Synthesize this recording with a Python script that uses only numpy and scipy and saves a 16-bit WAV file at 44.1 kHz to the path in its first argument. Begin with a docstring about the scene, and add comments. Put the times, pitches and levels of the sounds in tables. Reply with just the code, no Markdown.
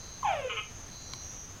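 """Frog call at dusk

In a banana grove, two overlapping frog whines glide down about an octave. Then come two buzzy chucks,
made by pulses ringing the throat, and the call echoes off the plants. A far insect chorus shrills
throughout, and two nearer insects buzz their wings in spells. Something ticks once, like a drip on
a leaf, over a faint rumble."""
import sys
import numpy as np
from scipy import signal
from scipy.fft import rfft, irfft
from scipy.io import wavfile

SR = 44100
rng = np.random.default_rng(int(sys.argv[2]) if len(sys.argv) > 2 else 0)


def digitize_waveform(pressure):
    """Quantize a signal to 16-bit integers and store it at the path in sys.argv[1].

    Rows of a 2-D input are taken as channels; values are limited to [-1, 1].
    """
    field = np.atleast_2d(pressure).T
    bounded = np.clip(field, -1, 1)
    quanta = np.round(bounded * 32767).astype(np.int16)
    wavfile.write(sys.argv[1], SR, quanta)


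N = 70560
T = np.arange(N) / SR


def from_db(db):
    """Turn decibels into a number to multiply by."""
    return 10 ** (np.asarray(db) / 20)


def unit_level(x):
    """Scale a sound so its average strength (rms) is 1."""
    return x / np.sqrt(np.mean(x ** 2) + 1e-20)


def over_time(rows):
    """Join a table's points in time with straight lines, one curve per column."""
    time_s, *columns = np.transpose(rows)
    return [np.interp(T, time_s, column) for column in columns]


def db_at_pitch(points, hz):
    """Read a level between a table's pitches, with octaves evenly spaced."""
    pitch_hz, level_db = np.transpose(points)
    return np.interp(np.log(np.maximum(hz, 1)), np.log(pitch_hz), level_db)


def drift(rate_hz):
    """A random wobble of size 1, mostly slower than rate_hz."""
    hz = np.fft.rfftfreq(N, 1 / SR)
    return unit_level(irfft(rfft(rng.standard_normal(N)) / (1 + (hz / rate_hz) ** 2), N))


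def noise(colour):
    """Steady noise of strength 1, with lows and highs balanced by a table."""
    gain = from_db(db_at_pitch(colour, np.fft.rfftfreq(N, 1 / SR)))
    return unit_level(irfft(rfft(rng.standard_normal(N)) * gain, N))


def pulses(hz):
    """One click per cycle, shared between two neighbouring samples."""
    cycles = np.cumsum(hz) / SR
    i = np.flatnonzero(np.diff(np.floor(cycles)) > 0)
    early_share = (cycles[i + 1] % 1) * SR / hz[i]
    out = np.zeros(N)
    out[i], out[i + 1] = early_share, 1 - early_share
    return out


def resonate(x, resonances):
    """Make a sound ring at several pitches, flipping every second ring upside down."""
    out = 0
    for k, (hz, width_hz, db) in enumerate(resonances):
        decay = np.exp(-np.pi * width_hz / SR)
        feed = np.array([1, 0, -1]) * (1 - decay ** 2) / 2
        feedback = [1, -2 * decay * np.cos(2 * np.pi * hz / SR), decay ** 2]
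        out = out + (-1) ** k * from_db(db) * signal.lfilter(feed, feedback, x)
    return out


def band(x, low_hz, high_hz, order=2):
    """Keep the sound between two pitches; a higher order cuts more sharply."""
    return signal.sosfilt(signal.butter(order, [low_hz, high_hz], "band", fs=SR, output="sos"), x)


# the balance of lows and highs in the air: pitch_hz, relative_db
AIR_COLOUR = [(15, -1), (35, 0), (55, -2.5), (85, 2.5), (130, -3), (200, -9.5), (350, -14), (700, -16.5),
              (1400, -19), (2800, -24.5), (4300, -25.5), (5500, -24), (7500, -33), (11000, -37.5),
              (16000, -43.5)]
def evening_air(level_db=-48.5, sway_db=1.24):
    """A faint rumble and hiss that sways gently in loudness."""
    return from_db(level_db + sway_db * drift(7.6)) * noise(AIR_COLOUR)


# the chorus's shrill tone: pitch_hz, relative_db
CHORUS_COLOUR = [(5300, -23), (5800, -17.5), (6020, -5.5), (6330, 0.5), (6530, -3), (6700, -13),
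                 (7000, -34), (7400, -38)]
# its rise and fall: time_s, level_db
CHORUS_LOUDNESS = [(0, -49), (.16, -48), (.27, -50.5), (.4, -57), (.55, -51.5), (.8, -49.5), (1, -49.5),
                   (1.12, -54), (1.24, -47), (1.44, -49), (1.52, -49.5), (1.6, -58)]
def insect_chorus(pulse_hz=96.3, pulse_depth=0.12):
    """Many far insects blur into one shrill, pulsing hiss."""
    level_db, = over_time(CHORUS_LOUDNESS)
    phase = 2 * np.pi * np.cumsum(pulse_hz * (1 + 0.022 * drift(9.1))) / SR
    return from_db(level_db) * (1 + pulse_depth * np.sin(phase)) * noise(CHORUS_COLOUR)


def chirping_insect(pitch_hz=6910, width_hz=65, level_db=-61.5, peak_s=0.26, every_s=0.258):
    """One far insect's wing rings in even chirps, pitched above the chorus."""
    wing = [(pitch_hz, width_hz, 0)]
    shrill = unit_level(resonate(resonate(rng.standard_normal(N), wing), wing))
    swells = np.cos(np.pi * (T - peak_s) / every_s) ** 2
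    return from_db(level_db) * swells * shrill


# single insect rasps: peak_s, level_db
RASPS = [(.225, -70), (.97, -73), (1.56, -72)]
def rasping_insect(swell_s=0.039, low_hz=13000, high_hz=15800):
    """An insect gives short, faint, very high rasps."""
    swells = sum(from_db(db) * np.exp(-((T - peak_s) / swell_s) ** 2) for peak_s, db in RASPS)
    return swells * unit_level(band(rng.standard_normal(N), low_hz, high_hz, order=3))


def wing_buzz(spells, wings, stroke_hz, swell_s, fade_s, wobble=0.0013, octave_db=-25):
    """Fast, even strokes ring the wings, with a faint octave above; each spell swells and fades."""
    low_hz, high_hz = wings[0][0] * .95, wings[-1][0] * 1.04
    out = 0
    for start_s, end_s, db in spells:
        strokes = pulses(stroke_hz * (1 + wobble * drift(60)))
        buzz = unit_level(band(resonate(strokes, wings), low_hz, high_hz))
        octave = unit_level(band(buzz ** 2, 2 * low_hz, 2 * high_hz))  # squaring doubles the pitch
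        outside_spell = np.maximum(np.maximum((start_s - T) / swell_s, (T - end_s) / fade_s), 0)
        out = out + from_db(db) * np.exp(-outside_spell ** 1.24) * (buzz + from_db(octave_db) * octave)
    return out


# when the lower and the higher insect buzz: start_s, end_s, level_db
LOW_BUZZES = [(-.08, .17, -55.5), (.94, 1.21, -53.5)]
HIGH_BUZZES = [(1.12, 1.45, -49.5)]
# where their wings ring: pitch_hz, width_hz, relative_db
LOW_WING_RINGS = [(3920, 90, -8), (4080, 150, 0), (4250, 110, -8), (4550, 70, -6)]
HIGH_WING_RINGS = [(5846, 41, 8.5), (6115, 49, -2), (6370, 200, -7)]
def near_insects():
    """Two nearby insects buzz their wings, each at its own speed and pitch."""
    low = wing_buzz(LOW_BUZZES, LOW_WING_RINGS, stroke_hz=162.6, swell_s=0.035, fade_s=0.05)
    high = wing_buzz(HIGH_BUZZES, HIGH_WING_RINGS, stroke_hz=101.93, swell_s=0.12, fade_s=0.02)
    return low + high


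# echoes off the plants: delay_s, relative_db
PLANT_ECHOES = [(.0085, -13), (.0156, -13.5), (.036, -17.5), (.064, -20)]
def grove_echoes(x, tail_db=-7, build_s=0.0037, fade_s=0.35):
    """Plants return a few clear echoes; leaves add a blurred tail that falls 60 dB in fade_s."""
    echoes = sum(from_db(db) * np.interp(T - delay_s, T, x, left=0) for delay_s, db in PLANT_ECHOES)
    tail = rng.standard_normal(N) * from_db(-60 * T / fade_s) * (1 - np.exp(-T / build_s))
    return echoes + from_db(tail_db) * signal.fftconvolve(x, tail / np.linalg.norm(tail))[:N]


# the tones in the tick: pitch_hz, relative_db, fade_s (time to fall 60 dB)
TICK_TONES = [(1050, -8, 0.021), (1450, -10, 0.014), (2250, -9.5, 0.021), (3170, -8.5, .013),
              (4150, 0.5, 0.013), (5000, -6.5, .011), (5700, -14, 0.01), (6930, -6.5, 0.0099),
              (11100, -18, 0.0098)]
def tick(start_s=1.1353, ring_db=-28.5, spray_db=-54.5, spray_fade_s=0.1):
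    """One light hit rings briefly and leaves a short spray, like a drip on a leaf."""
    age_s = np.maximum(T - start_s, 0)
    ring = 0
    for k, (hz, db, fade_s) in enumerate(TICK_TONES):
        ring += (-1) ** k * from_db(ring_db + db - 60 * age_s / fade_s) * np.sin(2 * np.pi * hz * age_s)
    spray = unit_level(band(rng.standard_normal(N), 1000, 10000))
    return ring + (age_s > 0) * from_db(spray_db - 60 * age_s / spray_fade_s) * spray


# the frog's chucks: start_s, length_s, level_db, pulse_hz, upper_rings_db
CHUCK_NOTES = [(.494, 0.035, -36, 213.3, -1), (.566, 0.029, -35, 216.8, 2.5)]
# where its throat and vocal sac ring: pitch_hz, width_hz, relative_db
LOWER_RINGS = [(434, 100, -15), (1066, 46, -4), (1226, 147, 0.5)]
UPPER_RINGS = [(2054, 110, -4.5), (2334, 140, 1), (2590, 170, 0.5), (2750, 175, 0), (2907, 184, 5),
               (3210, 270, -8)]
def frog_chucks(rise_s=0.0022, fade_s=0.016, slowing_hz_per_s=154.4, wobble=0.01402):
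    """Short runs of sharp pulses ring the throat, slowing a little as they go."""
    out = 0
    for start_s, length_s, db, pulse_hz, upper_db in CHUCK_NOTES:
        age_s = np.clip(T - start_s, 0, 2 * length_s)
        clicks = pulses((pulse_hz - slowing_hz_per_s * age_s) * (1 + wobble * drift(147)))
        voice = resonate(clicks, LOWER_RINGS) + from_db(upper_db) * resonate(clicks, UPPER_RINGS)
        rise = np.clip(age_s / rise_s, 0, 1)
        fade = np.exp(-np.maximum(T - start_s - length_s, 0) / fade_s)
        out = out + from_db(db) * rise * fade * unit_level(band(voice, 324, 3480, order=7))
    return out


# how strong a whine's overtones are at each pitch: pitch_hz, relative_db
OVERTONE_COLOUR = [(900, -10), (1300, 0.5), (1600, -4), (1900, -6.5), (2500, -0.5), (3100, -7),
                   (3600, -15.5), (4400, -39), (6000, -48)]
def whine(glide, loudness, wobble=0.0112, flutter_db=3.5):
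    """A gliding base tone with fluttering overtones at 2 to 8 times its pitch."""
    hz, = over_time(glide)
    tone_db, overtones_db = over_time(loudness)
    phase = 2 * np.pi * np.cumsum(hz * (1 + wobble * drift(210))) / SR
    voice = from_db(tone_db) * np.sin(phase)
    for k in range(2, 9):
        db = overtones_db + db_at_pitch(OVERTONE_COLOUR, k * hz) + flutter_db * drift(110)
        voice += from_db(db) * np.sin(k * phase)
    calling = (T > loudness[0][0]) * (T < loudness[-1][0])
    return np.sqrt(2) * voice * calling


# how the leading and the main whine fall: time_s, pitch_hz
LEAD_GLIDE = [(.228, 1106), (.238, 986.5), (.25, 855), (.27, 756.6), (.31, 647.3), (.36, 560.2), (.43, 487),
              (.51, 431)]
MAIN_GLIDE = [(.24, 1128), (.258, 1060), (.27, 891.3), (.286, 827), (.31, 771.9), (.335, 682.5),
              (.365, 600.9), (.395, 556.1), (.43, 525), (.47, 502), (.53, 470.1), (.6, 416)]
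# how loud they are: time_s, tone_db, overtones_db
LEAD_LOUDNESS = [(.226, -58, -79), (.232, -27, -47), (0.239, -43, -57), (.251, -25.5, -45),
                 (.264, -30.5, -46.5), (.28, -37.5, -48), (0.309, -38.5, -49.5), (.37, -50, -60.5),
                 (.49, -53, -77), (.525, -63, -80)]
MAIN_LOUDNESS = [(.238, -47, -68), (0.249, -37, -53), (.272, -30.5, -44), (.286, -29.5, -41.5),
                 (.335, -31.5, -44.5), (.37, -40, -47.5), (0.409, -35.5, -51), (0.436, -51, -49.5),
                 (.448, -31.5, -50), (.488, -43, -52), (.505, -52, -49.5), (.545, -46.5, -54),
                 (0.591, -50.5, -48.5), (.615, -64, -75)]
def frog_whines():
    """Two falling whines overlap, the main one a moment behind."""
    return whine(LEAD_GLIDE, LEAD_LOUDNESS) + whine(MAIN_GLIDE, MAIN_LOUDNESS)


def scene():
    """Air, insects, tick and frog call, the same in both ears."""
    call = frog_whines() + frog_chucks()
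    tap = tick()
    insects = chirping_insect() + insect_chorus() + rasping_insect() + near_insects()
    air = evening_air()
    echoes = grove_echoes(call + from_db(-10) * tap)
    mix = air + insects + echoes + tap + call
    return np.array([mix, mix])


def record(dry, cutoff_hz=15800):
    """Cut away the very highest treble sharply."""
    return signal.sosfilt(signal.ellip(12, .1, 80, cutoff_hz, fs=SR, output="sos"), dry)


dry = scene()
out = record(dry)
digitize_waveform(out)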